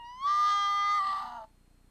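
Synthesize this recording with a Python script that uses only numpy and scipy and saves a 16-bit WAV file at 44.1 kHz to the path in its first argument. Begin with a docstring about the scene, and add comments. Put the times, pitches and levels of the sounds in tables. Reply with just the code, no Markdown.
"""Fox wail at night

One long wail, close to a trail camera that buzzes and whines faintly. A thin rising whistle
swells into a scream as a second, lower voice joins it. The two beat harshly, lock at 2:3 into
a clear note, slip apart into a hoarse rattle and sink into a short growl."""
import sys
import numpy as np
from scipy import signal
from scipy.fft import rfft, irfft, next_fast_len
from scipy.io import wavfile
from scipy.ndimage import map_coordinates

SR = 44100
rng = np.random.default_rng(int(sys.argv[2]) if len(sys.argv) > 2 else 0)


def master(y):
    """Save y as 16-bit WAV."""
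    cut = np.clip(np.atleast_2d(y).T, -1, 1)
    pcm = np.round(cut * 32767)  # scale
    wavfile.write(sys.argv[1], SR, pcm.astype(np.int16))


N = 83790

# Upper voice pitch: t/s, f/Hz
UPPER_HZ = [(0, 950), (.04, 943), (.1, 973.6), (.15, 995.5), (.2, 1050), (.25, 1135), (.3, 1186),
            (.4, 1203), (.5, 1215), (.66, 1207), (.8, 1210), (.92, 1219), (.975, 1226), (1.01, 1156),
            (1.06, 1188), (1.14, 1165), (1.25, 1183), (1.44, 1175)]
# Lower voice pitch, unlocked: t/s, f/Hz
LOWER_HZ = [(.24, 722), (.31, 750), (.4, 764), (.48, 778), (.515, 784), (.53, 800), (.98, 808), (1.01, 780),
            (1.16, 781), (1.26, 757), (1.32, 720), (1.36, 712), (1.4, 672), (1.45, 650)]
# Upper fundamental: t/s, level/dB
UPPER_LEVEL_DB = [(0, -47), (.1, -45), (.185, -47.5), (.23, -35.5), (.26, -26.5), (.42, -25), (.52, -26),
                  (.6, -28.5), (.82, -28.5), (.93, -27), (1.0, -27.5), (1.05, -31), (1.15, -31),
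                  (1.22, -38.5), (1.28, -46), (1.44, -61)]
# Lower fundamental: t/s, level/dB
LOWER_LEVEL_DB = [(.21, -96), (.26, -65), (.4, -53.5), (.51, -52.5), (.54, -46), (.95, -47), (1.15, -47.5),
                  (1.25, -48), (1.44, -50.5)]
# Vocal effort, before the throat: t/s, overtones/dB, sum tones/dB, difference tones/dB
EFFORT_DB = [(.15, -100, -100, -100), (.23, -58.5, -88.5, -73), (.28, -58.5, -55.5, -59),
             (.5, -51, -50.5, -52.5), (.56, -54.5, -55, -55), (.8, -56, -51.5, -61.5),
             (.92, -53, -52.5, -56.5), (.98, -57.5, -50, -79), (1.03, -79, -60, -64),
             (1.17, -64, -62, -75.5), (1.26, -83, -82, -75), (1.44, -90, -106, -84)]
# Roughness, before the throat: t/s, sidebands/dB, air/dB, jitter/%
ROUGHNESS = [(0, -110, -77, .3), (.2, -100, -72, .4), (.28, -64, -62, .3), (.4, -58, -59, .25),
             (.515, -57.5, -58, .3), (.535, -90, -64, .2), (.935, -90, -64, .2), (.95, -80, -57, .4),
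             (1.0, -72, -56, .8), (1.05, -64, -54, 1.5), (1.18, -63, -53, 2.3), (1.28, -74, -62, 2.4),
             (1.44, -88, -74, 2)]
# Tense throat: f/Hz, gain/dB
TENSE_THROAT_DB = [(300, -52), (620, -30), (760, -1), (870, 2.5), (1250, 1.5), (1650, 2.5), (2020, 4.5),
                   (2230, -4.5), (2420, -13), (2620, -23.5), (2850, -12), (3150, 0.5), (3700, -0.5),
                   (4450, 0), (4850, -9.5), (5300, 0.5), (5650, -9), (6100, -4), (6500, -9.5), (6850, -36),
                   (7400, -16.5), (8100, -20.5), (9000, -28.5), (11800, -32.5), (12900, -28.5),
                   (14000, -40)]
# Slack throat: f/Hz, gain/dB
SLACK_THROAT_DB = [(100, -22), (240, 6), (340, -28.5), (600, -47), (780, 0.5), (1200, -7), (1580, -1),
                   (1950, 7.5), (2450, -12.5), (3000, 3.5), (3650, 2), (4300, 4), (4700, 0.5), (5100, -3.5),
                   (5600, -17.5), (6300, -10), (6900, -38), (7900, -9), (8800, -21), (9600, -25),
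                   (10700, -31), (12000, -19.5), (14500, -40.5)]
# Resonances moved by the mouth: t/s, second/dB, third/dB
MOUTH_DB = [(.1, -11.5, 0.5), (.3, 3.5, -1), (.5, 2, 2), (.58, 6, 10.5), (.76, 5, 3.5), (.88, 9, -1),
            (.97, 5, -5.5), (1.1, 4.5, -1), (1.3, 0, -9)]
# Whistle overtones: harmonic number, relative level/dB, on/s, off/s
WHISTLE_PARTIALS = [(2, -15, -.05, 0.222), (3, -11.5, -.05, .32), (4, -31, 0.0056, .3),
                    (5, -17, 0.056, 0.18), (6, -26.5, .045, .22), (7, -40, 0.24, 0.3), (8, -43.5, .13, .28)]
# Whistle overtone envelope: t/s, level/dB
WHISTLE_LEVEL_DB = [(0, -48), (.1, -47.5), (.16, -49.5), (.23, -37.5), (.27, -40), (.31, -86.5),
                    (.35, -120)]
# Growl envelope: t/s, pulses/dB, hoarse noise/dB
GROWL_DB = [(.97, -90, -84), (1.05, -45.5, -50), (1.17, -45.5, -50), (1.23, -45, -41.5), (1.35, -43.5, -52),
            (1.44, -52, -57.5)]
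# Growling throat: f/Hz, gain/dB
GROWL_THROAT_DB = [(120, -39), (240, -15.5), (330, -36.5), (560, -38.5), (700, -20.5), (880, 11),
                   (1000, -1.5), (1150, -9.5), (1380, -4.5), (1600, -21), (1850, -20.5), (2400, -46),
                   (2950, -19), (3500, -42.5), (4500, -36), (5100, -39.5), (5700, -53), (6350, -30),
                   (7000, -43.5)]
# Camera whine: f/Hz, level/dB
WHINE_TONES = [(4225, -85.5), (8440, -89.5), (12650, -99.5)]
# Camera hiss spectrum: f/Hz, relative level/dB
HISS_SHAPE_DB = [(120, -23.5), (200, -3.5), (297, -9.5), (331, -12.5), (568, -17), (644, -15.5),
                 (6000, -31), (8590, -28), (14700, -35.5)]

LOCK_START_S, LOCK_END_S = .525, .96


def fox(shimmer_db_per_pct=.58, end_s=1.4405, release_s=.016):
    """Two fundamentals, whistle, scream and growl, cut off together."""
    sideband_db, air_db, jitter_pct = curves(ROUGHNESS)
    upper, lower = voice_phases(jitter_pct / 100)
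    shimmer = amp(shimmer_db_per_pct * jitter_pct * wobble(170))
    upper_tone = amp(curves(UPPER_LEVEL_DB)[0]) * np.sin(upper)
    lower_tone = amp(curves(LOWER_LEVEL_DB)[0]) * np.sin(lower)
    tones = np.sqrt(2) * (upper_tone + lower_tone)
    cry = shimmer * (tones + whistle(upper) + scream(upper, lower, sideband_db, air_db)) + growl(lower)
    return cry * np.clip(1 - (np.arange(N) / SR - end_s) / release_s, 0, 1)


def voice_phases(jitter, jitter_per_s=350):
    """Phases/rad of both voices; in lock the lower follows the upper at 2:3."""
    upper_hz = curves(UPPER_HZ)[0] * (1 + jitter * wobble(jitter_per_s))
    free_hz = curves(LOWER_HZ)[0] * (1 + 1.3 * jitter * wobble(jitter_per_s))
    lock = gate(LOCK_START_S, LOCK_END_S, fade_s=.029)
    lower_hz = lock * upper_hz * 2 / 3 + (1 - lock) * free_hz
    return phase_of(upper_hz), phase_of(lower_hz)


def scream(upper, lower, sideband_db, air_db, fall_db=1.5, lag_rad=.8):
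    """Upper-voice pulses modulated by the lower: overtones, combination tones, sidebands, air."""
    # Before lock, beating tugs pulse timing and shakes pulse strength.
    beat = gate(0, LOCK_START_S, fade_s=.01) * np.exp(1j * (2 * upper - 3 * lower))
    tug_rad, rattle = .65 * beat.imag, 1 + .25 * beat.real
    carrier = np.exp(1j * (upper + tug_rad / 2))
    modulator = np.exp(1j * (lower + tug_rad))
    overtones = [flicker() * carrier ** k for k in range(2, 12)]
    pulses = carrier + sum(overtones)
    overtone_db, sum_db, difference_db = curves(EFFORT_DB)
    source = amp(overtone_db) * sum(overtones)
    source += pulses * (amp(sum_db) * modulator + amp(difference_db) / modulator)
    for order in range(2, 6):  # sidebands, strongest round the fundamental
        lagged = sum(p * np.exp(-1j * k * order * lag_rad) for k, p in enumerate(overtones, 1))
        gain = 2 * amp(sideband_db - fall_db * (order + 1))
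        source += gain * (amp(4) * carrier + lagged) * np.cos(order * lower)
    subharmonic = amp(-60) * gate(.944, .992, fade_s=.005) * np.exp(1j * upper / 2)
    source += subharmonic * (1 + pulses) * (1 + 2 * modulator.real)
    air = unit_rms(rng.standard_normal(N) * (1 + .5 * np.cos(lower)))
    return throat(rattle * (np.sqrt(2) * source.real + 2 * amp(air_db) * air))


def throat(x, slack_at_s=1, resonances_hz=(2020, 3220), width_hz=190):
    """A tense throat slackens; two resonances swell and fade with the mouth."""
    slack = np.clip((np.arange(N) / SR - slack_at_s) / .0067 + .5, 0, 1)
    x = (1 - slack) * colour(x, TENSE_THROAT_DB) + slack * colour(x, SLACK_THROAT_DB)
    for centre_hz, db in zip(resonances_hz, curves(MOUTH_DB)):
        band = filtered(x, lambda hz: np.exp(-.5 * ((hz - centre_hz) / width_hz) ** 2))
        x = x + (amp(db) - 1) * band
    return x


def whistle(upper):
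    """Overtones of the thin opening note come and go."""
    overtones = sum(amp(db) * gate(on_s, off_s, fade_s=.04) * flicker() * np.sin(k * upper)
                    for k, db, on_s, off_s in WHISTLE_PARTIALS)
    return np.sqrt(2) * amp(curves(WHISTLE_LEVEL_DB)[0]) * overtones


def growl(lower, scatter_db=2.2):
    """The lower voice breaks into groups of three cycles, with hoarse noise."""
    pulse_db, hoarse_db = curves(GROWL_DB)
    group_rad = lower / 3
    pulses = sum(np.cos(k * group_rad) for k in range(1, 32) if k != 3)  # 3 is the lower fundamental
    pulses = unit_rms(colour(pulses * amp(scatter_db * wobble(180)), GROWL_THROAT_DB))
    air = rng.standard_normal(N) * (1 + .39 * np.cos(group_rad))
    hoarse = unit_rms(colour(air, GROWL_THROAT_DB))
    return amp(pulse_db) * pulses + amp(hoarse_db) * hoarse


def with_echo(x, echo_db=-20, t60_s=.22, rise_s=.017):
    """Adds a faint, short echo from ground and bushes."""
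    t = np.arange(SR // 2) / SR
    tail = rng.standard_normal(len(t)) * amp(-60 * t / t60_s) * (1 - np.exp(-t / rise_s))
    return x + amp(echo_db) * signal.fftconvolve(x, tail / np.linalg.norm(tail))[:N]


def camera(frame_hz=30, cutoff_hz=300, buzz_db=-62, hiss_db=-70):
    """Electrical floor: sawtooth buzz at the frame rate, thin whine, hiss."""
    saw = (np.arange(N) / SR - .0125) * frame_hz % 1 - .5
    buzz = unit_rms(filtered(saw, lambda hz: 1 / np.sqrt(1 + (hz / cutoff_hz) ** 4)))
    whine = sum(amp(db) * unit_rms(np.sin(phase_of(hz + 35 * wobble(170)))) for hz, db in WHINE_TONES)
    buzz *= amp(buzz_db - .6 * wobble(30))
    hiss = amp(hiss_db) * unit_rms(colour(rng.standard_normal(N), HISS_SHAPE_DB))
    return buzz + whine + hiss


def flicker(depth_db=2.5):
    """Wavering gain of one overtone."""
    return amp(depth_db * wobble(13.77))


def amp(db):
    """dB to gain."""
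    return 10 ** (np.asarray(db) / 20)


def unit_rms(x):
    """Scale to rms 1."""
    return x / np.sqrt(np.mean(x ** 2) + 1e-20)


def curves(rows):
    """Each column after t/s, interpolated per sample."""
    times_s, *columns = np.transpose(rows)
    return [np.interp(np.arange(N) / SR, times_s, column) for column in columns]


def gate(on_s, off_s, fade_s):
    """1 inside the span, 0 outside, linear fades."""
    t = np.arange(N) / SR
    return np.clip(np.minimum(t - on_s, off_s - t) / fade_s + .5, 0, 1)


def wobble(knots_per_s):
    """Smooth random curve."""
    return map_coordinates(rng.standard_normal(N // 8), [np.arange(N) * knots_per_s / SR], mode="wrap")


def phase_of(hz):
    """Running phase/rad."""
    return 2 * np.pi * np.cumsum(hz) / SR


def filtered(x, response):
    """FFT filter; response maps f/Hz to gain."""
    size = next_fast_len(N + SR // 4)
    return irfft(rfft(x, size) * response(np.fft.rfftfreq(size, 1 / SR)), size)[:N]


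def colour(x, points):
    """Minimum-phase filter through points of f/Hz, gain/dB."""
    def response(hz):
        knots_hz, knots_db = np.transpose(points)
        gain = amp(np.interp(np.log(hz + 1), np.log(knots_hz), knots_db))
        cepstrum = irfft(np.log(gain))
        half = len(cepstrum) // 2
        cepstrum[1:half] *= 2
        cepstrum[half + 1:] = 0
        return np.exp(rfft(cepstrum))
    return filtered(x, response)


def scene():
    """The cry in the open over the camera's noise, mono."""
    return (with_echo(fox()) + camera())[None]


def record(dry):
    """Camera band limit, 14700 Hz."""
    return np.array([filtered(x, lambda hz: hz < 14700) for x in dry])


dry = scene()
out = record(dry)
master(out)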